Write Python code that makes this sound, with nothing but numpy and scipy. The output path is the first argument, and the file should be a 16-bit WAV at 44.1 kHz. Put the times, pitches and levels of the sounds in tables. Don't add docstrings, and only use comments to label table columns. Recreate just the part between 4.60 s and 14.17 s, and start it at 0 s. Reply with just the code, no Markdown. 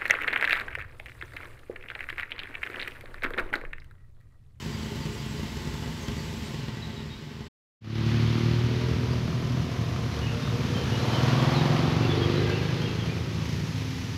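import sys
import numpy as np
from scipy import signal
from scipy.fft import rfft, irfft, next_fast_len
from scipy.io import wavfile
from scipy.ndimage import uniform_filter1d

SR = 44100
rng = np.random.default_rng(int(sys.argv[2]) if len(sys.argv) > 2 else 0)


def unload_wav(signal):
    wavfile.write(
        sys.argv[1],
        SR,
        np.round(np.clip(np.atleast_2d(signal).T, -1, 1) * 32767).astype(np.int16),
    )


N = 422037
T = np.arange(N) / SR
SILENCE_S = (2.885, 3.208)

# time_s, firings_hz
FLAT_SPEED = [(3.25, 36.2), (4.28, 40.6), (5.16, 41.4), (5.29, 39.8), (6.4, 36.9)]
# time_s, cycles_hz
VEE_SPEED = [(6.1, 18.5), (6.23, 18.0), (6.76, 20.9), (7.93, 25.7), (8.46, 27.8), (8.98, 27.8),
             (9.57, 26.1)]
# side_rel_db, rear_rel_db, far_rel_db
FLAT_ORDERS = [(-10.0, -10.0, -12.0), (-0.0, -2.0, -6.0), (-6.0, -12.0, -19.0), (-15.0, -15.0, -18.0),
               (-7.0, -15.0, -23.0), (-20.0, -22.0, -27.0), (-23.0, -25.0, -28.0), (-13.0, -17.0, -22.0),
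               (-20.0, -26.0, -32.0), (-27.0, -18.0, -43.0), (-31.0, -34.0, -31.0), (-41.0, -38.0, -40.0),
               (-37.0, -49.0, -35.0)]
VEE_ORDERS = [(-39.0, -41.0, -35.0), (-32.0, -14.0, -13.0), (-15.0, -5.0, -8.0), (-12.0, -4.0, -14.0),
              (-2.0, -10.0, -11.0), (-3.0, -10.0, -15.0), (-18.0, -22.0, -21.0), (-16.0, -14.0, -30.0),
              (-13.0, -23.0, -28.0), (-11.0, -11.0, -21.0), (-12.0, -20.0, -17.0), (-19.0, -26.0, -28.0),
              (-21.0, -12.0, -21.0), (-19.0, -18.0, -29.0), (-14.0, -19.0, -20.0), (-27.0, -16.0, -30.0),
              (-20.0, -16.0, -29.0), (-29.0, -21.0, -34.0), (-20.0, -19.0, -27.0), (-26.0, -26.0, -40.0),
              (-22.0, -23.0, -47.0), (-18.0, -28.0, -33.0)]
# centre_hz, half_width_hz, lift_db
VEE_CHAMBERS = [(252, 16, 5), (293, 20, -5), (345, 15, 7)]
# nearest_s, half_power_before_s, half_power_after_s, peak_db
FLAT_BOOM, FLAT_BARK = (3.5, 3, 1.25, -24.5), (3.5, 3, 0.68, -30.5)
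VEE_BOOM, VEE_BARK = (6.76, .24, .92, -23.4), (6.86, .42, .9, -29.8)
# side_until_s, rear_at_s, far_from_s
FLAT_TURN_S, VEE_TURN_S = (3.57, 4.34, 5.4), (7.02, 7.6, 8.6)
FLAT_ROUGH, FLAT_SCATTER_S, VEE_ROUGH, VEE_SCATTER_S = 0.06, 1.7, 0.09, 3.5
VEE_SECOND = .435
ARRIVING_S, HANDOVER_S, BEHIND_WALL_S = (5.3, 6.0), (6.1, 6.5), (7.56, 9.8)
WALL_BARK_DB, WALL_ROAR_DB = -9, -7
BURST_S, BURST_HALF_S, BURST_BARK_DB = 7.88, 0.57, 3
FRAME_RING_S = .035


def riding():
    flat_turns = revolve(curves(FLAT_SPEED)[0], wobble=.002)
    vee_turns = revolve(curves(VEE_SPEED)[0], wobble=.0025)
    flat = firings(flat_turns / 2, .5, -0.87, uneven_db=2.5)
    vee = firings(vee_turns, VEE_SECOND, -3.0, uneven_db=3.0)
    handover, hidden = ramp(*HANDOVER_S), ramp(*BEHIND_WALL_S)
    burst = np.exp(-((T - BURST_S) / BURST_HALF_S) ** 2)

    flat_rough = roughness(FLAT_BARK[0], FLAT_ROUGH, FLAT_SCATTER_S)
    leaving = silencer(flat_turns, 0, flat, FLAT_ORDERS, swell(*FLAT_BOOM), swell(*FLAT_BARK),
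                       flat_rough, FLAT_TURN_S, waver_db=1.5, smear=0.55)

    vee_bark_db = swell(*VEE_BARK) + BURST_BARK_DB * burst + WALL_BARK_DB * hidden
    vee_rough = roughness(VEE_BARK[0], VEE_ROUGH, VEE_SCATTER_S)
    passing = silencer(vee_turns, VEE_SECOND, vee, VEE_ORDERS, swell(*VEE_BOOM), vee_bark_db,
                       vee_rough, VEE_TURN_S, waver_db=1.5, smear=0.6, chambers=VEE_CHAMBERS)

    pulses = (1 - handover) * flat + handover * vee
    frame = rng.standard_normal(SR) * np.exp(-T[:SR] / FRAME_RING_S)
    rasp = evened(signal.oaconvolve(pulses, frame)[:N])
    throttle = gain_of(WALL_ROAR_DB * hidden) * handover * (honk(vee) + growl(vee_turns))
    exhausts = np.sqrt(1 - handover) * leaving + ramp(*ARRIVING_S) * passing
    return exhausts + whines(rasp) + throttle + lane_noise(pulses, rasp, burst, hidden)


# freq_hz, rel_db
ROUGH_PIPE = [(20, -31), (40, -26), (55, -21.5), (75, -6), (100, -1), (135, -2), (165, -2), (190, -13),
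              (255, -2), (295, -9.5), (345, -6), (480, -15), (590, -15.5), (900, -39)]
PIPE_SPREAD_RAD = 6.0


def silencer(turns, second, pulses, orders, boom_db, bark_db, rough, turn_s, waver_db, smear, chambers=()):
    knots_s, tone = np.arange(0, T[-1] + 1, .13), np.zeros(N)
    speed_hz = np.gradient(turns, 1 / SR)
    for k, views_db in enumerate(orders, 2):
        waver, shift = wander(knots_s), wander(knots_s)
        db = np.interp(T, turn_s, views_db) + waver_db * waver
        db = db + sum(lift / (1 + ((k * speed_hz - hz) / width) ** 2) for hz, width, lift in chambers)
        second_lag = np.angle(1 + .5 * np.exp(2j * np.pi * k * second))
        lag = second_lag + PIPE_SPREAD_RAD * np.log(k)
        tone += gain_of(db) * np.cos(2 * np.pi * k * turns - lag + smear * shift)
    gas = woods(colour(puffs(pulses, decay_s=0.015, share=0.67), ROUGH_PIPE), wet_db=-8.0)
    out = np.zeros(N)
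    for db, clean, noisy in zip((boom_db, bark_db), split(tone, 180), split(gas, 200)):
        mix = np.sqrt(1 - rough) * steady(clean) + np.sqrt(rough) * steady(noisy)
        out += gain_of(db) * mix
    return out


def roughness(nearest_s, close, scatter_s):
    return np.clip(1 - (1 - close) / (1 + ((T - nearest_s) / scatter_s) ** 2), 0, 1)


# freq_hz, rel_db
ROAR = [(480, -7), (590, -10), (720, -6), (870, -6.5), (1020, -4.5), (1330, -6.5), (1600, -10), (1800, -14)]
HISS = [(710, -12), (1200, -9.5), (1520, -5.5), (1660, -6), (1800, -3), (3080, -4.5), (4580, -8),
        (6190, -15.5), (7830, -28), (9500, -33.5), (10500, -28), (11500, -28.5), (13400, -33), (15600, -40)]
# nearest_s, half_power_before_s, half_power_after_s, roar_db, hiss_db, sizzle_db
PASSES = [(3.72, 0.74, 0.44, -44, -40, -58), (6.77, 0.4, 0.55, -35.5, -36, -48)]
SIZZLE_LEAD_S = 0.16
BURST_ROAR_DB, BURST_HISS_DB = 0.5, 3.5
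FAR_ROAR_DB, FAR_HISS_DB, FAR_SIZZLE_DB = -50.5, -48, -54.5
EMERGING_S, NEXT_HISS_DB, NEXT_SIZZLE_DB = (8.7, 8.86), -49, -55


def lane_noise(pulses, rasp, burst, hidden):
    emerging_db = 20 * np.log10(ramp(*EMERGING_S) + 1e-6)
    roars_db = [FAR_ROAR_DB]
    hisses_db = [FAR_HISS_DB, NEXT_HISS_DB + emerging_db]
    sizzles_db = [FAR_SIZZLE_DB, NEXT_SIZZLE_DB + emerging_db]
    for s, before, after, roar_db, hiss_db, sizzle_db in PASSES:
        roars_db.append(swell(s, before, after, roar_db))
        hisses_db.append(swell(s, before, after, hiss_db))
        sizzles_db.append(swell(s - SIZZLE_LEAD_S, before, after, sizzle_db))

    roar = colour(puffs(pulses, decay_s=0.012, share=0.15) + rasp, ROAR)
    rush = puffs(pulses, decay_s=0.0077, share=0.067) + gain_of(-9.0) * rasp
    hiss, sizzle = split(colour(rush, HISS), 5120)
    roar_gain = together(*roars_db) * gain_of(BURST_ROAR_DB * burst + WALL_ROAR_DB * hidden)
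    hiss_gain = together(*hisses_db) * gain_of(BURST_HISS_DB * burst)
    return roar_gain * roar + hiss_gain * evened(hiss) + together(*sizzles_db) * evened(sizzle)


# speed_multiple, rel_db
GROWL_ORDERS = [(24, 0), (26, -2), (28, -7), (30, -1), (33, 0), (35, -4), (38, -3), (42, -9), (47, -2),
                (52, -8), (60, -10)]
GROWL_WAVER_DB = 4
# nearest_s, half_power_before_s, half_power_after_s, peak_db before the wall
GROWL_SWELL = (6.88, .4, .38, -34.3)


def growl(turns):
    knots_s, stack = np.arange(0, T[-1] + 1, .17), np.zeros(N)
    for k in range(GROWL_ORDERS[0][0], GROWL_ORDERS[-1][0]):
        waver, shift = wander(knots_s), wander(knots_s)
        db = np.interp(k, *np.transpose(GROWL_ORDERS)) + GROWL_WAVER_DB * waver
        stack += gain_of(db) * np.cos(2 * np.pi * (k * turns + rng.random()) + .5 * shift)
    return gain_of(swell(*GROWL_SWELL)) * steady(stack)


# freq_hz, rel_db
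AIRBOX = [(330, -10), (400, -2), (450, 0), (520, -2), (560, -14)]
# loudest_s, half_power_before_s, half_power_after_s, peak_db before the wall; then rushing-air ratio
HONK_SWELL, HONK_AIR = (7.66, .11, .4, -33), .25


def honk(pulses):
    gulps = pulses + HONK_AIR * np.std(pulses) * puffs(pulses, decay_s=.008, share=.7)
    return gain_of(swell(*HONK_SWELL)) * steady(woods(colour(gulps, AIRBOX), wet_db=-7))


# pitch_hz, climb_hz_per_s, width_hz, loudest_s, before_s, after_s, level_db
WHINES = [(482, 20, 16, 6.35, .75, .25, -42), (680, 55, 110, 5.1, .8, .5, -48.5),
          (1020, 50, 90, 5.25, .9, .45, -52.5), (600, 20, 9, 5.85, .18, .18, -50),
          (545, 20, 14, 6.45, .3, .2, -46), (760, 170, 110, 7.22, .15, .1, -43),
          (1380, 0, 70, 6.65, .15, .12, -46), (1700, 0, 70, 6.28, .06, .08, -49),
          (1620, 200, 70, 7.88, .06, .17, -43.5), (2030, 100, 60, 7.85, .04, .09, -44)]


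def whines(rasp):
    out = np.zeros(N)
    for hz, climb, width, s, before, after, db in WHINES:
        beam = np.exp(-.5 * ((T - s) / np.where(T < s, before, after)) ** 2)
        drive = rng.standard_normal(N) + rasp
        pitch_hz = hz + climb * np.clip(T - s, -2, 2)
        out += gain_of(db) * beam * steady(resonate(drive, pitch_hz, width))
    return out


# cycles_hz, second_firing_share_of_cycle, rel_db
IDLERS = [(9.7, .5, -3), (11.8, .43, 0), (10.55, 0.34, -5.5)]
# freq_hz, rel_db
IDLE_PIPE = [(25, -31), (42, -12), (60, -2), (80, 0.5), (95, -0.5), (106, -5), (128, 2), (158, 0),
             (181, -12), (203, -5), (232, -3.5), (258, -6), (283, -17), (335, -10), (375, -15), (435, -12),
             (470, -22), (640, -30)]
CLATTER = [(280, -9), (480, -8), (701, -12), (776, -15), (872, 1.5), (965, -5.5), (1050, -3.5), (1310, -9),
           (1970, -5), (2410, -7.5), (3000, -6), (3680, -8), (4700, -9.5), (7410, -12.5), (8300, -18.5),
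           (9490, -24), (10500, -21), (13000, -21.5), (15600, -27)]
# freq_hz, width_hz, level_db before CASINGS_TRIM_DB
CASINGS = [(412.8, 19, -50.5), (543, 58, -57.5), (701, 46, -58.5), (882, 95, -56.5), (1038, 43, -60.5),
           (1548, 32, -61), (1957, 79, -56.5), (2968, 70, -61.5)]
IDLE_EXHAUST_DB, IDLE_CLATTER_DB, CASINGS_TRIM_DB = -34, -43.5, -1.5
IDLE_SIZZLE_DB, PUMP_DB, PUMP_HZ = -54.5, -63.5, 7660
DULLING_S, DULL_DB = (1.87, 2.1), -4.5


def idling():
    pulses = np.zeros(N)
    for hz, second, db in IDLERS:
        pulses += gain_of(db) * firings(revolve(hz, wobble=.03), second, -1.5, uneven_db=3.3)
    exhaust = steady(woods(colour(pulses, IDLE_PIPE), wet_db=-9))
    rattle = woods(puffs(pulses, decay_s=0.004, share=0.11), wet_db=-14.0)
    clatter, sizzle = split(colour(rattle, CLATTER), 5530)
    knocks = puffs(pulses, decay_s=0.0097, share=0.69)
    casings = sum(gain_of(db) * resonate(knocks, hz, width) for hz, width, db in CASINGS)
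    pump = gain_of(PUMP_DB + 2 * drift(25)) * resonate(rng.standard_normal(N), PUMP_HZ, 80)
    top = gain_of(DULL_DB * ramp(*DULLING_S)) * (gain_of(IDLE_SIZZLE_DB) * evened(sizzle) + pump)
    low = gain_of(IDLE_EXHAUST_DB) * exhaust + gain_of(IDLE_CLATTER_DB) * evened(clatter)
    return low + gain_of(CASINGS_TRIM_DB) * casings + top


# freq_hz, rel_db
BEHIND_PIPE = [(30, -68), (60, -9), (95, -1.5), (130, 6.5), (160, 1), (195, -4.5), (255, 0.5), (290, -7),
               (345, -16), (440, -19.5), (560, -35.5), (900, -22.5), (2000, -34.5)]
BEHIND_CYCLE_HZ, BEHIND_HZ_PER_S, BEHIND_DB = 12.2, 1.1, -36


def behind():
    cycle_hz = BEHIND_CYCLE_HZ + BEHIND_HZ_PER_S * (T - SILENCE_S[1])
    pulses = firings(revolve(cycle_hz, wobble=.02), .42, 0.52, uneven_db=1.0)
    return gain_of(BEHIND_DB) * steady(woods(colour(pulses, BEHIND_PIPE), wet_db=-9.0))


# start_s, length_s, start_hz, end_hz, level_db
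BIRDS = [(0.122, .03, 4800, 4700, -48), (0.207, .03, 4550, 4250, -52), (.24, 0.073, 2850, 3380, -50),
         (.40, .045, 4850, 4470, -49), (.42, 0.049, 2620, 3100, -54), (.565, .045, 4650, 4800, -51),
         (0.607, 0.066, 2870, 3440, -50), (0.761, 0.037, 4820, 4550, -52), (.79, 0.078, 2750, 3380, -51),
         (1.395, .08, 6330, 6240, -51), (1.452, 0.046, 2900, 3380, -49), (1.58, .03, 4850, 4320, -45.5),
         (1.83, .06, 8100, 8200, -60), (2.219, 0.022, 3990, 3850, -39), (2.36, 0.043, 3830, 3650, -45),
         (2.492, 0.068, 3650, 3770, -46), (4.505, 0.053, 4680, 4760, -48), (5.505, 0.037, 3850, 4190, -48),
         (5.613, 0.044, 2950, 2770, -42), (5.66, 0.052, 2450, 2920, -41), (5.807, .09, 3590, 3700, -44),
         (6.142, 0.049, 3120, 3020, -38), (6.311, 0.067, 2770, 3020, -41), (6.342, .12, 3950, 4200, -46),
         (6.479, 0.096, 4220, 4000, -46), (6.491, 0.12, 3170, 2920, -40), (6.627, 0.08, 3220, 3300, -45),
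         (6.667, .067, 2550, 2880, -42), (6.785, 0.084, 3280, 3390, -43), (6.92, .1, 4376, 3570, -39),
         (7.428, .035, 2630, 2740, -40), (7.488, 0.05, 3430, 3440, -36.5), (7.604, 0.046, 3240, 3220, -37),
         (7.747, 0.054, 3980, 3880, -41), (7.88, .042, 3150, 2880, -43), (7.909, .07, 2465, 2900, -39),
         (8.204, 0.055, 3040, 3290, -40), (8.251, .05, 2900, 2530, -41), (8.384, 0.049, 3330, 3040, -42),
         (8.47, 0.056, 2220, 2510, -45)]
BIRD_ARCH = .01
TWITTER_PER_S, TWITTER_NOTE_S, TWITTER_HZ, TWITTER_DB = 1.5, 0.062, 3400, -54.5


def birds():
    song, warble = np.zeros(N), 1 + .016 * drift(150)
    twitter = []
    for when, pitch, glide in rng.random((round(TWITTER_PER_S * T[-1]), 3)):
        start_s = when * (T[-1] - 2 * TWITTER_NOTE_S)
        start_hz = TWITTER_HZ * 2 ** (pitch - .5)
        end_hz = start_hz * 2 ** (0.255 * (glide - .5))
        twitter.append((start_s, TWITTER_NOTE_S, start_hz, end_hz, TWITTER_DB))
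    for s, length, start_hz, end_hz, db in BIRDS + twitter:
        at = np.arange(round(s * SR), round((s + length) * SR))
        u = np.linspace(0, 1, len(at))
        glide_hz = start_hz + (end_hz - start_hz) * u
        hz = glide_hz * (1 + BIRD_ARCH * np.sin(np.pi * u)) * warble[at]
        note = np.sin(2 * np.pi * np.cumsum(hz) / SR) * signal.windows.tukey(len(at), .5)
        song[at] += gain_of(db) * note
    return woods(song, wet_db=-4.5)


# freq_hz, rel_db
FLOOR = [(15, -28), (25, -24), (42, 5.5), (70, -6), (150, -9)]


def outdoor_rumble():
    return gain_of(-56.0) * colour(rng.standard_normal(N), FLOOR)


# freq_hz, t60_s
WOODS = [(100, 0.68), (1000, 0.56), (4000, 0.23), (12000, 0.044)]


def woods(x, wet_db):
    taps = rng.choice([-1., 1.], SR) * (rng.random(SR) < 2000 / SR) * (T[:SR] > .012)
    hz, t, z = signal.stft(taps, SR, nperseg=256)
    decay = gain_of(-60 * t / read(WOODS, hz)[:, None])
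    tail = signal.istft(z * decay, SR, nperseg=256)[1]
    return x + gain_of(wet_db) * signal.oaconvolve(x, tail / np.linalg.norm(tail))[:N]


def revolve(cycle_hz, wobble):
    return np.cumsum(cycle_hz * (1 + wobble * drift(9))) / SR + rng.random()


def firings(turns, second, second_db, uneven_db):
    first, other = (np.diff(np.floor(turns - lag), prepend=np.floor(turns[0] - lag))
                    for lag in (0, second))
    return (first + gain_of(second_db) * other) * gain_of(uneven_db * rng.standard_normal(N))


def puffs(pulses, decay_s, share):
    surge = evened(signal.lfilter([1], [1, -np.exp(-1 / (decay_s * SR))], pulses))
    share = np.clip(share, 0, 1)
    return rng.standard_normal(N) * np.sqrt(1 - share + share * surge ** 2)


def swell(s, before, after, db):
    return db - 10 * np.log10(1 + ((T - s) / np.where(T < s, before, after)) ** 2)


def together(*levels_db):
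    return np.sqrt(sum(gain_of(db) ** 2 for db in levels_db))


def resonate(x, hz, width):
    turn = np.exp(2j * np.pi * np.cumsum(hz * np.ones(N)) / SR)
    r = np.exp(-np.pi * width / SR)
    return evened((turn * signal.lfilter([1 - r], np.poly([r, r]), x / turn)).real)


def colour(x, points, size=8192):
    hz = abs(np.fft.fftfreq(size, 1 / SR)) + 1
    octaves_out = abs(np.log2(hz / np.clip(hz, points[0][0], points[-1][0])))
    log_gain = np.log(gain_of(np.maximum(read(points, hz) - 30 * octaves_out, -100)))
    ring = np.fft.ifft(np.exp(np.conj(signal.hilbert(log_gain)))).real[:size // 2]
    return evened(signal.oaconvolve(x, ring)[:N])


def lowpass(x, hz, order):
    size = next_fast_len(N)
    return irfft(rfft(x, size) / (1 + (np.fft.rfftfreq(size, 1 / SR) / hz) ** order), size)[:N]


def split(x, hz):
    low = lowpass(x, hz, order=16)
    return low, x - low


def drift(hz):
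    return evened(lowpass(rng.standard_normal(N), hz, order=4))


def wander(knots_s):
    return np.interp(T, knots_s, rng.standard_normal(len(knots_s)))


def steady(x, size=13000):
    power = uniform_filter1d(uniform_filter1d(x ** 2, size), size // 2)
    return x / np.sqrt(abs(power) + 1e-12)


def evened(x):
    return x / np.sqrt(np.mean(x ** 2) + 1e-20)


def read(points, hz):
    f, value = np.transpose(points)
    return np.interp(np.log(hz + 1), np.log(f + 1), value)


def curves(rows):
    s, *columns = np.transpose(rows)
    return [np.interp(T, s, c) for c in columns]


def ramp(start, end):
    return np.clip((T - start) / (end - start), 0, 1)


def gain_of(db):
    return 10 ** (np.asarray(db) / 20)


def scene():
    rumble = outdoor_rumble()
    engines = np.where(T < np.mean(SILENCE_S), idling(), riding() + behind())
    return (engines + birds() + rumble)[None]


FADE_FROM_S, FADE_DB_PER_S, FADE_IN_S, EDGE_HZ = 1.94, 7, 0.3, 15720


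def record(dry):
    shut_s, reopen_s = SILENCE_S
    fade_out = gain_of(-FADE_DB_PER_S * np.maximum(T - FADE_FROM_S, 0))
    fade_out = fade_out * np.clip((shut_s - T) / 0.013, 0, 1)
    fader = fade_out + ramp(reopen_s, reopen_s + FADE_IN_S)
    band = signal.firwin(2001, EDGE_HZ, window=("kaiser", 10), fs=SR)
    return signal.oaconvolve(dry * fader, band[None], "same")


dry = scene()
out = record(dry)
unload_wav(out)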